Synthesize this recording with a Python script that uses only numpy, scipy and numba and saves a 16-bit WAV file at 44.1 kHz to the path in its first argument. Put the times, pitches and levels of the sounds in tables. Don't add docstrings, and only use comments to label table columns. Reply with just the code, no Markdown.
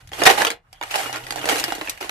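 import sys
import numpy as np
from scipy import signal
from scipy.io import wavfile
from scipy.ndimage import uniform_filter1d
from numba import njit

SR = 44100
rng = np.random.default_rng(int(sys.argv[2]) if len(sys.argv) > 2 else 0)


def voltage_ratio(level):
    return 10 ** (np.asarray(level, float) / 20)


def store_wav(level_fs):
    pcm = np.round(np.clip(np.atleast_2d(level_fs), -1, 1) * 32767)
    wavfile.write(sys.argv[1], SR, pcm.T.astype(np.int16))


N = 92610

# pitch_hz, density_db (dB per Hz)
KITCHEN_AIR = [(30, -3), (60, -7), (130, -9), (200, -27), (400, -37), (1000, -35), (2500, -46),
               (14000, -70)]
# time_s, firing_hz, level_db
ENGINE_CLIMB = [
    (.85, 110, -60),
    (1.08, 119, -51),
    (1.41, 128, -49),
    (1.45, 131, -58),
    (1.55, 133, -51),
    (1.68, 134, -53),
]
# pitch_hz, left_minus_right_db
PORT_SHADING = [(200, 5.5), (350, 0), (700, -14), (1300, -2.5), (4000, -.5), (10000, 2)]
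# time_s, effort_db, weight_db (how deep in the heap it digs)
STIRRING = [(.03, -62.5, -5), (.112, -62, -6), (.19, -26, 8.5), (0.299, -38, -2.5), (.36, -25.5, 4),
            (0.439, -29, 1), (0.531, -47, -11), (0.601, -88, -7.5), (.71, -65.5, -11.5), (.8, -55, -12),
            (0.859, -40.5, -23), (0.978, -33, -6), (1.181, -41, 3), (1.258, -44, 2.5), (1.482, -28.5, 4.5),
            (1.8, -36, -7.5), (1.992, -48.5, -11.5), (2.04, -39.5, -1)]
# pitch_hz, density_db (dB per Hz)
SHELL_RING = [(150, -36.5), (260, -6), (445, -8.5), (776, -2.5), (1160, -4), (1860, -0.5), (14500, -20)]
# pitch_hz, width_hz, level_db
BOWL_MODES = [(305.9, 25.6, 0), (450, 18, -2.5), (531.6, 54, 1.5), (775, 31, 5), (1880, 28, 5.5),
              (2882, 20, 3.5)]
# time_s, peak_db, main_ring_hz, brightness_db, weight_db
STIRRED_CLACKS = [(0.074, -35, 6000, -2, -6), (0.091, -37, 2450, -2.5, -11), (0.118, -24.5, 781, -17.5, 12),
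                  (0.133, -13.5, 3140, -26, 2), (.201, -24, 730, -17, 7), (0.206, -18.5, 4500, -27.5, -17),
                  (0.219, -1, 700, -29.5, 2.5), (.227, -8.5, 493, -31, 0), (0.236, -5, 5300, -4.5, 8.5),
                  (0.276, 0.5, 1990, -26, -15), (.301, -3, 800, -19.5, -10), (0.31, -8, 865, -13.5, -9),
                  (0.38, -19, 860, -24.5, 13), (0.4, -14.5, 824, -11.5, 11.5),
                  (0.408, -6.5, 783, -27, 11.5), (.419, -4.5, 1680, -13, -2), (.432, -18.5, 465, -22.5, 16),
                  (0.449, -2, 1184, -11, -18), (0.469, -5, 2990, -12.5, 2), (.479, -8.5, 3350, -30, -15),
                  (0.503, -12, 2330, -4.5, 5), (.514, -16, 4200, -12, 8.5), (0.729, -35, 750, 2.5, -14),
                  (0.813, -8.5, 980, -33, -5), (0.827, -13, 2180, -17, -18), (0.835, -17, 1254, -12, -5),
                  (.898, -25.5, 2290, -24.5, -12), (0.911, -13.5, 2960, -15.5, -10),
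                  (0.942, -6, 2810, -32, -12), (0.947, -16.5, 920, -29, -8), (0.957, -12.5, 750, -2, 12),
                  (.992, -20, 760, -32, -1), (1.059, -15, 1360, -45.5, 6), (1.095, -20.5, 790, -32.5, 0),
                  (1.128, -18, 920, -6, 5), (1.16, -19, 1370, -7, -4), (1.238, -22, 3130, -20.5, -4),
                  (1.267, -19, 1980, -12.5, 0), (1.307, -9, 4680, -11, 2), (1.323, -17, 790, -5, 6)]
# time_s, peak_db, main_ring_hz, brightness_db, weight_db
SETTLING_CLACKS = [(1.359, -17, 740, -6, 3), (1.414, -15.5, 3100, -43, -5), (1.442, -10.5, 2650, -44, 6),
                   (1.456, -15.5, 596, 0, 8), (1.474, -13, 770, -27.5, 11), (1.489, -2.5, 3390, -13, -1),
                   (1.496, -6.5, 810, -14.5, 8.5), (1.514, -11, 443, -23, 2), (1.558, -12, 1670, -16.5, 6),
                   (1.598, -15, 2680, -2, 3), (1.63, -17, 2530, -25, 5), (1.64, -3, 4890, -13, 3),
                   (1.681, -14, 325, -18, 7.5), (1.704, -12.5, 2870, -37, -2), (1.722, -10, 765, -12.5, 6),
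                   (1.751, -25.5, 327, 4.5, 10), (1.782, -22.5, 450, -15, 19), (1.812, -8, 1720, -25, 8.5),
                   (1.845, -26.5, 2680, -29.5, -6), (1.874, -10.5, 2700, -35, -6),
                   (1.884, -17.5, 2450, -20, 8.5), (1.896, -19.5, 4300, 11.5, -10),
                   (1.904, -26, 2620, -3, -6), (1.976, -25.5, 2500, -13, -14), (2.01, -19, 820, -9.5, -5),
                   (2.045, -21.5, 352, -18, 0), (2.094, -8.5, 2650, -13.5, 1)]
# start_s, length_s, level_db, main_ring_hz, brightness_db
TUMBLES = [(.001, .025, -41, 1465, -16), (0.122, 0.06, -24.5, 815, -8.5), (0.213, 0.036, -6, 428, -39),
           (0.252, .014, -4.5, 1692, -10.5), (0.261, 0.022, 6.5, 1880, -15), (.259, 0.022, 4, 775, -34.5),
           (0.637, 0.071, -47, 1300, -49), (0.287, .04, -1.5, 450, -14), (0.323, .03, -18, 527, -12.5),
           (0.373, .03, -8.5, 792, -16), (0.399, .04, -6, 916, -18.5), (0.46, 0.027, -14, 450, -15.5),
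           (0.503, 0.037, -21, 450, -32.5), (0.727, .075, -34.5, 3240, -30.5),
           (0.903, 0.032, -21.5, 2660, -8.5), (0.934, 0.044, -12, 830, -16), (0.971, .05, -16.5, 752, -9),
           (1.131, .06, -14.5, 1434, -18), (1.365, 0.034, -22.5, 800, -19),
           (1.485, 0.025, -8.5, 3096, -12.5), (1.501, 0.049, -12, 375, -12),
           (1.54, 0.048, -17.5, 450, -6.5), (1.579, 0.033, -16.5, 2600, -5),
           (2.003, 0.056, -17.5, 359, -13)]

KITCHEN_DB, ROOM_DB, ROOM_T60_S, ROOM_DAMP = -56.5, -11, .165, 0.46
BASS_SIDE = .07
PORT_LAG_S, LAG_SPREAD_S, PAN_SPREAD_DB = .00026, .0003, 6
BOWL_DB, TABLE_DB, BODY_HZ = -15, 14.5, 292
THUD_AT_S, THUD_DB, THUD_HZ, THUD_T60_S = .259, -9.5, 78, 0.04
RING_S, RING_SLOPE, TILT = 0.029, 0.38, 0.72
LIGHT_DB_PER_OCT, HEAVY_HZ = 3.5, 653
KNOCK_DB, SLIDE_DB, GRIND_DB = -15, -19, -10
MAIN_DB, BLOW_DB = 2, 6.5
CHATTER_S, CHATTER_DB, GRAZE_S, GRAZE_DB = .014, -6, .0015, -13
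SNAP_DB, SNAP_SHARE = -5.5, 0.33
CRACK_S, CRACK_DB, RASP_DB = 0.026, -4.5, -14
SCATTER_DB = 2
STICK_DB, STICK_S = 5, 0.015


def table(rows, hz):
    rows = np.array(rows)
    return np.interp(np.log(hz), np.log(rows[:, 0]), rows[:, 1])


def band(x, lo_hz, hi_hz):
    return signal.sosfilt(signal.butter(2, [lo_hz, hi_hz], "band", fs=SR, output="sos"), x)


def walk(rate_hz):
    k = int(SR / rate_hz)
    held = np.repeat(rng.standard_normal(N // k + 1), k)
    return 2.0 * uniform_filter1d(uniform_filter1d(held, k), k)[:N]


def kitchen():
    out = 0
    swell_db = np.interp(np.arange(N) / SR, [.15, .6, .8, 1.7, 1.9], [8.5, -2.5, -2, 3.5, 1])
    for hz in 28 * 2 ** np.arange(0, 9, .5):
        mid, side = band(rng.standard_normal((2, N)), hz / 1.1, hz * 1.2)
        level_db = table(KITCHEN_AIR, hz) + 0.82 * walk(2.8) + swell_db * (hz < 250)
        spread = np.clip(hz / 900., BASS_SIDE, 1) * side * np.array([[1], [-1]])
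        out = out + voltage_ratio(level_db) * (mid + spread)
    return out * voltage_ratio(KITCHEN_DB + 3) / np.sqrt(np.mean(out ** 2))


def engine():
    t = np.arange(N) / SR
    time_s, firing_hz, level_db = np.array(ENGINE_CLIMB).T
    db = np.interp(t, np.r_[time_s[0] - .1, time_s, time_s[-1] + .06], np.r_[-85, level_db, -85])
    hz = np.interp(t, time_s, firing_hz) * (1 + 0.023 * walk(27))
    return np.sqrt(2) * voltage_ratio(db + 2 * walk(18)) * np.sin(2 * np.pi * np.cumsum(hz) / SR)


@njit
def walls(x, lags, gain, damp):
    line, soft, out = np.zeros((8, 4096)), np.zeros(8), np.zeros((2, len(x)))
    for i in range(len(x)):
        total = 0.
        for k in range(8):
            soft[k] += (1 - damp) * (gain[k] * line[k, (i - lags[k]) & 4095] - soft[k])
            total += soft[k]
            out[k % 2, i] += soft[k]
        for k in range(8):
            line[k, i & 4095] = x[i] + soft[k] - total / 4
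    return out


def room(near):
    lags = rng.integers(250, 1300, 8)
    gain = voltage_ratio(-60 * lags / SR / ROOM_T60_S)
    return voltage_ratio(ROOM_DB) * walls(band(near.mean(axis=0), 300., 14000.), lags, gain, ROOM_DAMP)


def thud():
    age = np.maximum(np.arange(N) / SR - THUD_AT_S, 0)
    swell = 1 - np.exp(-age / 0.01)
    return voltage_ratio(THUD_DB - 60 * age / THUD_T60_S) * swell * np.sin(2 * np.pi * THUD_HZ * age)


def bowl(push, shove):
    out = np.zeros((2, N))
    for hz, width_hz, mode_db in BOWL_MODES:
        p = np.exp((2j * np.pi * hz - np.pi * width_hz) / SR)
        drive = shove if hz < HEAVY_HZ else push
        z = signal.lfilter([1], [1, -p], drive) * voltage_ratio(mode_db + BOWL_DB)
        left = (z * np.exp(-2j * np.pi * hz * PORT_LAG_S)).imag * voltage_ratio(table(PORT_SHADING, hz))
        out = out + np.array([left, z.imag])
    return out


@njit
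def rings(start, hz, t60, left, right, lag, sr, n):
    out = np.zeros((2, n + 200))
    for g in range(len(hz)):
        p = np.exp(complex(-6.9 / (t60[g] * sr), 2 * np.pi * hz[g] / sr))
        z, i0, j0 = 1. + 0j, int(start[g] * sr), max(int((start[g] + lag[g]) * sr), 0)
        for i in range(max(min(int(t60[g] * sr), n - max(i0, j0)), 0)):
            out[0, j0 + i] += left[g] * z.imag
            out[1, i0 + i] += right[g] * z.imag
            z *= p
    return out[:, :n]


def contacts(t, db, bright_db, weight_db, main_hz=None, main_db=0, count=10, share=1.):
    u = rng.random((len(t), count))
    g = np.tanh(rng.standard_normal((len(t), count + 2)))
    hz = 250 * 56 ** ((np.arange(count) + u) / count)
    gain = db[:, None] + table(SHELL_RING, hz) + 10 * np.log10(hz / 800) + 2.2 * g[:, :count]
    gain = gain + TILT * bright_db[:, None] * np.clip(np.log2(hz / 1500) / 2, 0, 1)
    gain = gain + weight_db[:, None] * np.clip(2 * np.log2(HEAVY_HZ / hz), 0, 1)
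    t60 = voltage_ratio(0.89 * g[:, count - 1::-1])
    if main_hz is not None:
        gain = gain - LIGHT_DB_PER_OCT * np.clip(np.log2(main_hz[:, None] / hz), 0, 2)
        hz[:, 0] = main_hz * (1 + 0.023 * g[:, 0])
        gain[:, 0] = db + main_db
        t60[:, 0] = 1
    t60 = t60 * share * RING_S * (1000 / hz) ** RING_SLOPE
    aside = np.clip(hz / 1200, 0, 1)
    pan = table(PORT_SHADING, hz) + PAN_SPREAD_DB * g[:, [count]] * aside
    lag = PORT_LAG_S + LAG_SPREAD_S * g[:, [count + 1]] * aside
    start = t[:, None] + 0.00022 * u[:, ::-1]
    sign = np.sign(g[:, :count])
    modes = (start, hz, t60, sign * voltage_ratio(gain + pan / 2), sign * voltage_ratio(gain - pan / 2), lag)
    return rings(*[np.ascontiguousarray(a).ravel() for a in modes], float(SR), N)


def blows(t, db):
    return np.bincount(np.clip((t * SR).astype(int), 0, N - 1), voltage_ratio(db), N)


def clacks(count=5):
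    t, db, hz, bright, weight = np.array(STIRRED_CLACKS + SETTLING_CLACKS).T[:, :, None]
    u = rng.random((len(t), 2, count))
    late = (np.arange(count) + u[:, 0]) / count * (np.arange(count) > 0)
    fade = (CHATTER_DB - 14 * late + 8 * (u[:, 1] - .5)) * (late > 0)
    late[:, -1], fade[:, -1] = -GRAZE_S / CHATTER_S, GRAZE_DB
    main_db = np.where(late != 0, MAIN_DB, BLOW_DB)
    same = 0 * late
    return t + late * CHATTER_S, db + KNOCK_DB + fade, bright + same, weight + same, hz + same, main_db


def slides(size=20):
    t, length, db, hz, bright = np.array(TUMBLES).T[:, :, None]
    u, stir = rng.random((len(t), 2, size)), np.array(STIRRING)
    late = (np.arange(size) + u[:, 0]) / size
    swell = 20 * np.log10(0.094 + np.sin(np.pi * late ** 0.63)) + 7 * (u[:, 1] - .5)
    weight = np.interp(t, stir[:, 0], stir[:, 2])
    same = 0 * late
    return t + late * length, db + SLIDE_DB + swell, bright + same, weight + same, hz + same, MAIN_DB + same


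def grinding(count=4200):
    stir, u = np.array(STIRRING), rng.random((count, 3))
    t = (np.arange(count) + u[:, 0]) / count * N / SR
    db = np.interp(t, stir[:, 0], stir[:, 1]) + GRIND_DB + STICK_DB / 3
    db = db - SCATTER_DB * np.log(1 - u[:, 1]) + 1.67 * walk(24.99)[(t * SR).astype(int)]
    hit_s = np.r_[np.array(STIRRED_CLACKS + SETTLING_CLACKS)[:, 0], 2 * N / SR]
    to_next_s = hit_s[np.searchsorted(hit_s, t)] - t
    db = db - STICK_DB * np.exp(-to_next_s / STICK_S)
    return t, db, np.interp(t, stir[:, 0], stir[:, 2]), u[:, 2]


def grit(impulses):
    fade = np.exp(-np.log(1000) / (CRACK_S * SR))
    puff = signal.lfilter([1], [1, -fade], impulses)
    tilt = voltage_ratio(PORT_SHADING[-1][1] * np.array([[.25], [-.25]]))
    return puff * band(rng.standard_normal((2, N)), 2300.0, 13000.0) * tilt


def shells():
    t, db, bright, weight, hz, main_db = [np.r_[a.ravel(), b.ravel()] for a, b in zip(clacks(), slides())]
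    tg, dg, wg, chance = grinding()
    ring = contacts(t, db, bright + 16, weight, hz, main_db, count=12)
    ring = ring + contacts(tg, dg, 10 * (chance - .5), wg, count=4)
    hit = main_db == BLOW_DB
    ring = ring + contacts(t[hit], db[hit] + SNAP_DB, bright[hit] + 16, weight[hit], count=24, share=SNAP_SHARE)
    rasp = grit(blows(t, db + CRACK_DB + bright + 5.5) + blows(tg, dg + RASP_DB))
    sign = np.sign(rng.standard_normal(N))
    small_db = LIGHT_DB_PER_OCT * np.clip(np.log2(hz / 1000), 0, 2)
    push = sign * (blows(t, db - small_db) + blows(tg, dg))
    shove = sign * (blows(t, db + weight) + blows(tg, dg + wg))
    table_top = voltage_ratio(TABLE_DB) * band(shove, 71.0, 270.)
    high_pass = signal.butter(5, BODY_HZ, "high", fs=SR, output="sos")
    return signal.sosfilt(high_pass, ring + rasp + bowl(push, shove)) + table_top


def scene():
    near = shells()
    return near + room(near) + thud() + kitchen() + engine()


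def low_pass(x):
    return signal.sosfilt(signal.butter(12, 14940, fs=SR, output="sos"), x)


def record(dry):
    top_cut = signal.ellip(8, .2, 70, 14700, fs=SR, output="sos")
    mix = np.clip(signal.sosfilt(top_cut, dry), -1, 1)
    return low_pass(mix)


dry = scene()
out = record(dry)
store_wav(out)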